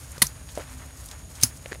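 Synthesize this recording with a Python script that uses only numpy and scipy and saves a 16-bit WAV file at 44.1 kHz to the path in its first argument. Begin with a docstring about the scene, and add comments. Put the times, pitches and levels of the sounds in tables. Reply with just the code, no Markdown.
"""Blade splitting a stick

A long blade splits a stick twice outdoors: noise of very uneven size makes the dense crackle of tearing fibres,
decaying modes ring the steel briefly, and short sines thud in the ground. Band-passed noise bursts tick as
splinters, paired resonances knock as loose wood, and crackling noise in two bands rustles as dry grass.
Insects sing in throbbing narrow bands over air noise, a distant low rumble and a faint tone. One microphone."""
import sys
import numpy as np
from scipy import signal
from scipy.fft import rfft, irfft
from scipy.io import wavfile
from scipy.ndimage import uniform_filter1d

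SR = 44100
rng = np.random.default_rng(int(sys.argv[2]) if len(sys.argv) > 2 else 0)


def pcm_store(signal):
    """Save signal as 16-bit PCM."""
    levels = np.round(np.clip(np.atleast_2d(signal), -1, 1) * 32767)
    wavfile.write(sys.argv[1], SR, levels.astype(np.int16).T)


def gain_from_db(level_db):
    """Convert decibel levels to linear amplitude factors (20 dB per decade)."""
    decades = np.asarray(level_db, float) / 20
    return 10 ** decades


N = 79380  # length in samples

# spectral tilt of the open air: f/Hz, relative gain/dB
AIR_COLOUR = [(88, -21), (150, -8), (376, -11), (612, -10), (1340, -29), (1830, -21.5), (5460, -22),
              (6770, -25.5), (7320, -28.5), (9430, -19), (16000, -36.5)]
# spectral shape of the distant rumble: f/Hz, relative gain/dB
RUMBLE_COLOUR = [(15, -36), (25, -25.5), (48, -3), (64, 6), (102, -4), (135, -3.5), (204, -20.5),
                 (251, -15), (300, -17.5), (390, -43), (660, -120)]
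AIR_DB, RUMBLE_DB = -55.5, -44.5  # rms levels
# insect song bands: f/Hz, width of each filter pass/Hz, level before throb/dB, rms throb/dB, throb rate/Hz
INSECT_BANDS = [(6717, 280, -58, 1, 28), (9400, 990, -60.5, 1.2, 120)]
# path of a faint low tone far off, before its wander: t/s, f/Hz, level/dB
FAR_TONE = [(.68, 262, -69), (.74, 249, -46.5), (.85, 260.2, -53.5), (.9, 260.4, -60), (1.0, 266, -65),
            (1.06, 270, -93)]
# dry grass rustle, before its flicker: t/s, bright level/dB, dull level/dB
GRASS_RUSTLE = [(0, -52, -56.5), (.12, -51.5, -53.5), (.3, -56.5, -54.5), (.45, -58, -60),
                (.52, -48.5, -56.5), (.6, -52.5, -49.5), (.68, -55, -51), (.76, -51.5, -55.5),
                (.83, -56.5, -51.5), (.95, -56, -56), (1.06, -49.5, -56.5), (1.14, -55, -54),
                (1.28, -62, -61), (1.35, -47.5, -57.5), (1.39, -56, -51.5), (1.6, -58, -58),
                (1.7, -56, -54.5), (1.8, -63, -58)]
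# splinter ticks: t/s, level/dB, centre f/Hz, width of each filter pass/Hz, t60/s
SPLINTER_TICKS = [(.1166, -39.5, 9260, 5050, 0.036), (0.179, -38.5, 6040, 8950, 0.033),
                  (.2668, -24, 6200, 1500, .018), (.2675, -28, 11300, 3000, 0.011),
                  (0.487, -46, 2980, 6000, 0.12), (0.5513, -39, 6200, 4000, 0.038),
                  (.61, -62, 3000, 5000, 0.017), (1.059, -37, 9900, 7000, 0.025),
                  (1.087, -36.5, 6000, 6000, 0.014), (1.112, -36.5, 4630, 8340, 0.04),
                  (1.351, -45.5, 6500, 8240, 0.095), (1.399, -44, 3045, 4930, 0.032),
                  (1.4115, -35, 10000, 1800, .025), (1.4452, -20, 10000, 1500, .014),
                  (0.583, -42.5, 10500, 3000, 0.027), (1.657, -64, 5000, 8000, 0.017),
                  (1.682, -42.5, 8500, 6000, 0.014), (1.743, -42, 9800, 6000, 0.015)]
TICK_RISE_SHARE = .02  # rise time as a share of the tick's t60
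# loose wood knocks: t/s, level/dB, main f/Hz, second f/Hz, second relative level/dB, rattle relative level/dB
WOOD_KNOCKS = [(.180, -33.5, 540, 1030, 2.5, -12), (0.5754, -17.5, 594, 347, -10.5, -19.5),
               (0.602, -35, 566, 1520, -2, -3), (.610, -44, 910, 1520, 10, -4),
               (1.659, -29, 555, 2040, -2.5, -3), (1.7146, -35, 520, 1800, -2, -3),
               (1.7203, -24, 403, 1760, 3, -7.5), (1.7283, -35, 624, 1870, 6, 4.5),
               (1.74, -44, 494, 1350, -4, 3), (1.748, -41.5, 606, 2000, 4, 2),
               (1.756, -34.5, 565, 1900, -2, -8)]
KNOCK_RISE_S, KNOCK_T60_S, KNOCK_SECOND_T60_S = .0002, .019, .0087  # the rise is a time constant
# blade strokes: t/s, level/dB, rise/s, hold/s, fall t60/s
BLADE_BLOWS = [(.2168, -11.5, .0032, .007, .014), (1.4329, -9, .0014, .001, .02)]
# colour of the tearing and its echo, one list per blow: f/Hz, relative gain/dB
TEARING_COLOURS = [
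    [(200, -62), (350, -13), (800, -14.5), (1800, -7), (2600, -13.5), (4500, -5.5), (7600, -9),
     (10000, -1.5), (12000, -3.5), (13500, -17), (16000, -13)],
    [(200, -57), (350, -26), (1000, -18.5), (2800, -15), (3800, -16.5), (5200, -5), (7500, -7.5),
     (8600, -9), (10000, -1.5), (12300, -14), (16000, -9)],
]
# ringing modes of the steel: f/Hz, first-jolt level in blow one/dB, the same in blow two/dB, t60/s
BLADE_MODES = [(2050, -16, -32, .02), (3040, -17, -26, .035), (4330, -17, -32, .028), (5020, -26, -13, .03),
               (5420, -18, -21, .03), (6000, -19, -34, .03), (6310, -30, -17, .028), (8150, -23, -19, .022),
               (8960, -21, -34, .03), (9710, -15, -15, .03), (10250, -19, -24, .025),
               (11100, -17, -21, .025), (11900, -19, -21, .02)]
JOLTS, JOLT_FALL_DB = 4, 3  # jolts that shake the blade while it bites, each weaker
# scattered echo from the trees, one row per blow: level/dB, t60/s
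TREE_ECHOES = [(-24.5, 0.18), (-23, 0.15)]
# ground thuds under the blows: t/s, level/dB, f/Hz, t60/s
GROUND_THUDS = [(0.221, -15.5, 196, 0.041), (.221, -28.5, 140.4, 0.15), (0.232, -26, 1020, 0.03),
                (1.428, -17, 110, .1), (1.439, -23.5, 243, 0.055)]
# wood rolling on after its knock: start t/s, end t/s, level/dB, f/Hz, width of first filter pass/Hz
WOOD_ROLLS = [(0.575, .612, -40.5, 490, 453), (1.744, 1.763, -56, 606, 710)]
# splitting scrape before the second blow, ahead of its band-pass: t/s, level/dB
SPLITTING_SCRAPE = [(1.4105, -64), (1.4125, -34.5), (1.425, -34.5), (1.428, -21.5), (1.4335, -22),
                    (1.436, -78)]
# treble roll-off of the microphone: f/Hz, relative gain/dB
MIC_COLOUR = [(100, 0), (12000, 0), (14000, -2.5), (15500, -4)]
TOP_HZ = 15750  # upper edge of the finished band, cut steeply by a low-pass


def curve(rows, col):
    """One column of a time table, joined by straight lines."""
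    rows = np.array(rows, float)
    return np.interp(np.arange(N) / SR, rows[:, 0], rows[:, col])


def unit(x):
    """Scale to rms 1."""
    return x / np.sqrt(np.mean(x ** 2))


def colour(x, points):
    """Minimum-phase filter shaped by (f/Hz, gain/dB) points, scaled to keep the level of white noise."""
    points = np.array(points, float)
    hz = np.fft.rfftfreq(8192, 1 / SR)
    gain_db = np.interp(np.log(hz + 1), np.log(points[:, 0]), points[:, 1])
    cepstrum = irfft(np.log(gain_from_db(gain_db)))
    cepstrum[1:4096] *= 2  # folding the cepstrum forward makes the filter causal
    cepstrum[4097:] = 0
    h = irfft(np.exp(rfft(cepstrum)))[:4096]
    return signal.fftconvolve(x, h / np.sqrt(np.sum(h ** 2)))[:len(x)]


def band(x, hz, width):
    """Resonant band-pass."""
    q = max(hz / width, .3)
    return signal.lfilter(*signal.iirpeak(min(hz, .45 * SR), q, fs=SR), x)


def double_band(x, hz, width):
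    """The same resonant band-pass twice, for steeper sides."""
    return band(band(x, hz, width), hz, width)


def ring(x, hz, t60):
    """One decaying mode driven by x."""
    pole = np.exp(2j * np.pi * hz / SR - np.log(1000) / (t60 * SR))
    return signal.lfilter([1], [1, -pole], x).imag


def fade(t, t60):
    """Decay by 60 dB in t60, silent before 0."""
    return (t >= 0) * gain_from_db(-60 * np.maximum(t, 0) / t60)


def grit(spread_db, size):
    """Noise whose samples differ widely in size: crackle."""
    noise = rng.standard_normal(size)
    boost_db = spread_db * np.minimum(rng.exponential(size=size), 6)
    return unit(noise * gain_from_db(boost_db))


def walk(rate):
    """Random levels held 1 / rate s and slewed twice, rms 1."""
    k = int(SR / rate)
    steps = np.repeat(rng.standard_normal(N // k + 1), k)
    return unit(uniform_filter1d(uniform_filter1d(steps, k), k)[:N])


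def air():
    """Steady broadband noise of the open air."""
    return gain_from_db(AIR_DB) * unit(colour(rng.standard_normal(N), AIR_COLOUR))


def rumble():
    """Distant rumble: steady noise shaped to the lows."""
    return gain_from_db(RUMBLE_DB) * unit(colour(rng.standard_normal(N), RUMBLE_COLOUR))


def insects():
    """Insect song: bands of noise with a random throb in level."""
    out = np.zeros(N)
    for hz, width, db, throb_db, rate in INSECT_BANDS:
        song = unit(double_band(rng.standard_normal(N), hz, width))
        out += song * gain_from_db(db + throb_db * walk(rate))
    return out


def far_tone():
    """A faint sine whose pitch and level wander about their set paths."""
    hz = curve(FAR_TONE, 1) + 3.4 * walk(35)
    tone = np.sin(2 * np.pi * np.cumsum(hz) / SR)
    return tone * gain_from_db(curve(FAR_TONE, 2) + 1.5 * walk(23.1))


def rustle():
    """Dry grass: dense tiny crackles in a bright and a dull band, each flickering in level."""
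    bright = unit(double_band(grit(3.8, size=N), 8000, 9100))
    bright *= gain_from_db(curve(GRASS_RUSTLE, 1) + 1.95 * walk(59.95))
    dull = unit(double_band(grit(3.93, size=N), 1140, 2150))
    dull *= gain_from_db(curve(GRASS_RUSTLE, 2) + 2 * walk(39.46))
    return bright + dull


def ticks():
    """Snapping splinters: short bursts of band-passed crackle."""
    out, t = np.zeros(N), np.arange(4000) / SR
    for s, db, hz, width, t60 in SPLINTER_TICKS:
        i = int(s * SR)
        rise = np.clip(t / t60 / TICK_RISE_SHARE, 0, 1)
        burst = double_band(grit(.79, size=len(t)) * fade(t, t60) * rise, hz, width)
        burst /= np.sqrt(np.sum(burst ** 2) / (t60 * SR / 14))  # t60 / 14: time constant of the energy
        out[i:i + len(t)] += (gain_from_db(db) * burst)[:N - i]
    return out


def knocks():
    """Loose wood: a short push rings two resonances and a noisy rattle."""
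    out, t = np.zeros(N), np.arange(3000) / SR
    push = 1 - np.exp(-t / KNOCK_RISE_S)
    for s, db, main_hz, second_hz, second_db, rattle_db in WOOD_KNOCKS:
        i = int(s * SR)
        main = np.sin(2 * np.pi * main_hz * t) * fade(t, KNOCK_T60_S)
        second = np.sin(2 * np.pi * second_hz * t) * fade(t, KNOCK_SECOND_T60_S)
        rattle = unit(band(band(grit(2, size=len(t)), 1500, 3000), 1500, 4000)) * fade(t, .016)
        knock = main + gain_from_db(second_db) * second + gain_from_db(rattle_db) * rattle
        out[i:i + len(t)] += (gain_from_db(db) * push * knock)[:N - i]
    return out


def tearing(t, k):
    """Fibres tear in blow k: dense coloured crackle that rises, holds and falls."""
    s, db, rise, hold, t60 = BLADE_BLOWS[k]
    swell = np.clip((t - s) / rise, 0, 1) ** 2
    fall = fade(np.maximum(t - s - rise - hold, 0), t60)
    return colour(grit(2.5, size=N) * swell * fall * gain_from_db(db), TEARING_COLOURS[k])


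def blade_ring(k):
    """Steel rings in blow k: a few weakening jolts drive each decaying mode of the blade."""
    out = np.zeros(N)
    s, _, rise, hold, _ = BLADE_BLOWS[k]
    order = np.arange(JOLTS)
    times = s + .7 * rise + hold * rng.random((len(BLADE_MODES), JOLTS)) * order / JOLTS
    times = times + rng.random((len(BLADE_MODES), 1)) * rise / 2  # each mode starts at its own moment
    for (hz, *mode_db, t60), mode_times in zip(BLADE_MODES, times):
        jolts = np.zeros(N)
        jolts[(mode_times * SR).astype(int)] = gain_from_db(mode_db[k] - JOLT_FALL_DB * order)
        out += ring(jolts, hz, t60)
    return out


def tree_echo(t, k):
    """The trees scatter the crack of blow k back as decaying noise of the same colour."""
    s, _, rise, _, _ = BLADE_BLOWS[k]
    db, t60 = TREE_ECHOES[k]
    return colour(rng.standard_normal(N) * fade(t - s - rise, t60) * gain_from_db(db), TEARING_COLOURS[k])


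def thuds(t):
    """The ground thuds: decaying sines that swell in over one cycle."""
    out = np.zeros(N)
    for s, db, hz, t60 in GROUND_THUDS:
        swell = np.clip((t - s) * hz, 0, 1)
        out += gain_from_db(db) * np.sin(2 * np.pi * hz * (t - s)) * fade(t - s, t60) * swell
    return out


def rolls(t):
    """Pieces of wood roll on: crackle in a low band, softly gated."""
    out = np.zeros(N)
    for start, end, db, hz, width in WOOD_ROLLS:
        gate = uniform_filter1d(1. * (t > start) * (t < end), size=200)
        out += gain_from_db(db) * gate * unit(band(band(grit(1.4, size=N), hz, width), hz, 2 * width))
    return out


def scrape(t):
    """Splitting scrape: a brief broad band of fine crackle."""
    gate = (t > SPLITTING_SCRAPE[0][0]) * (t < SPLITTING_SCRAPE[-1][0])
    crackle = grit(.95, size=N) * gain_from_db(curve(SPLITTING_SCRAPE, 1)) * gate
    return band(band(crackle, 7200, 10000), 5600, 14500)


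def scene():
    """All sources reach one microphone, fed to two equal channels."""
    t = np.arange(N) / SR
    blows = np.zeros(N)
    for k in range(len(BLADE_BLOWS)):
        blows += tearing(t, k) + blade_ring(k) + tree_echo(t, k)
    blows += thuds(t) + scrape(t)
    wood = ticks() + knocks() + rolls(t)
    background = rustle() + air() + rumble() + insects() + far_tone()
    mono = blows + wood + background
    return np.array([mono, mono])


def roll_off(x):
    """The treble ends steeply here."""
    return signal.sosfilt(signal.butter(12, 16130, fs=SR, output="sos"), x)


def record(dry):
    """The microphone dulls the top, peaks beyond full scale clip, and a steep low-pass cuts the top."""
    mic = np.clip([colour(channel, MIC_COLOUR) for channel in dry], -1, 1)
    low_pass = signal.ellip(10, .2, 60, TOP_HZ, fs=SR, output="sos")
    return roll_off(signal.sosfilt(low_pass, mic))


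dry = scene()
out = record(dry)
pcm_store(out)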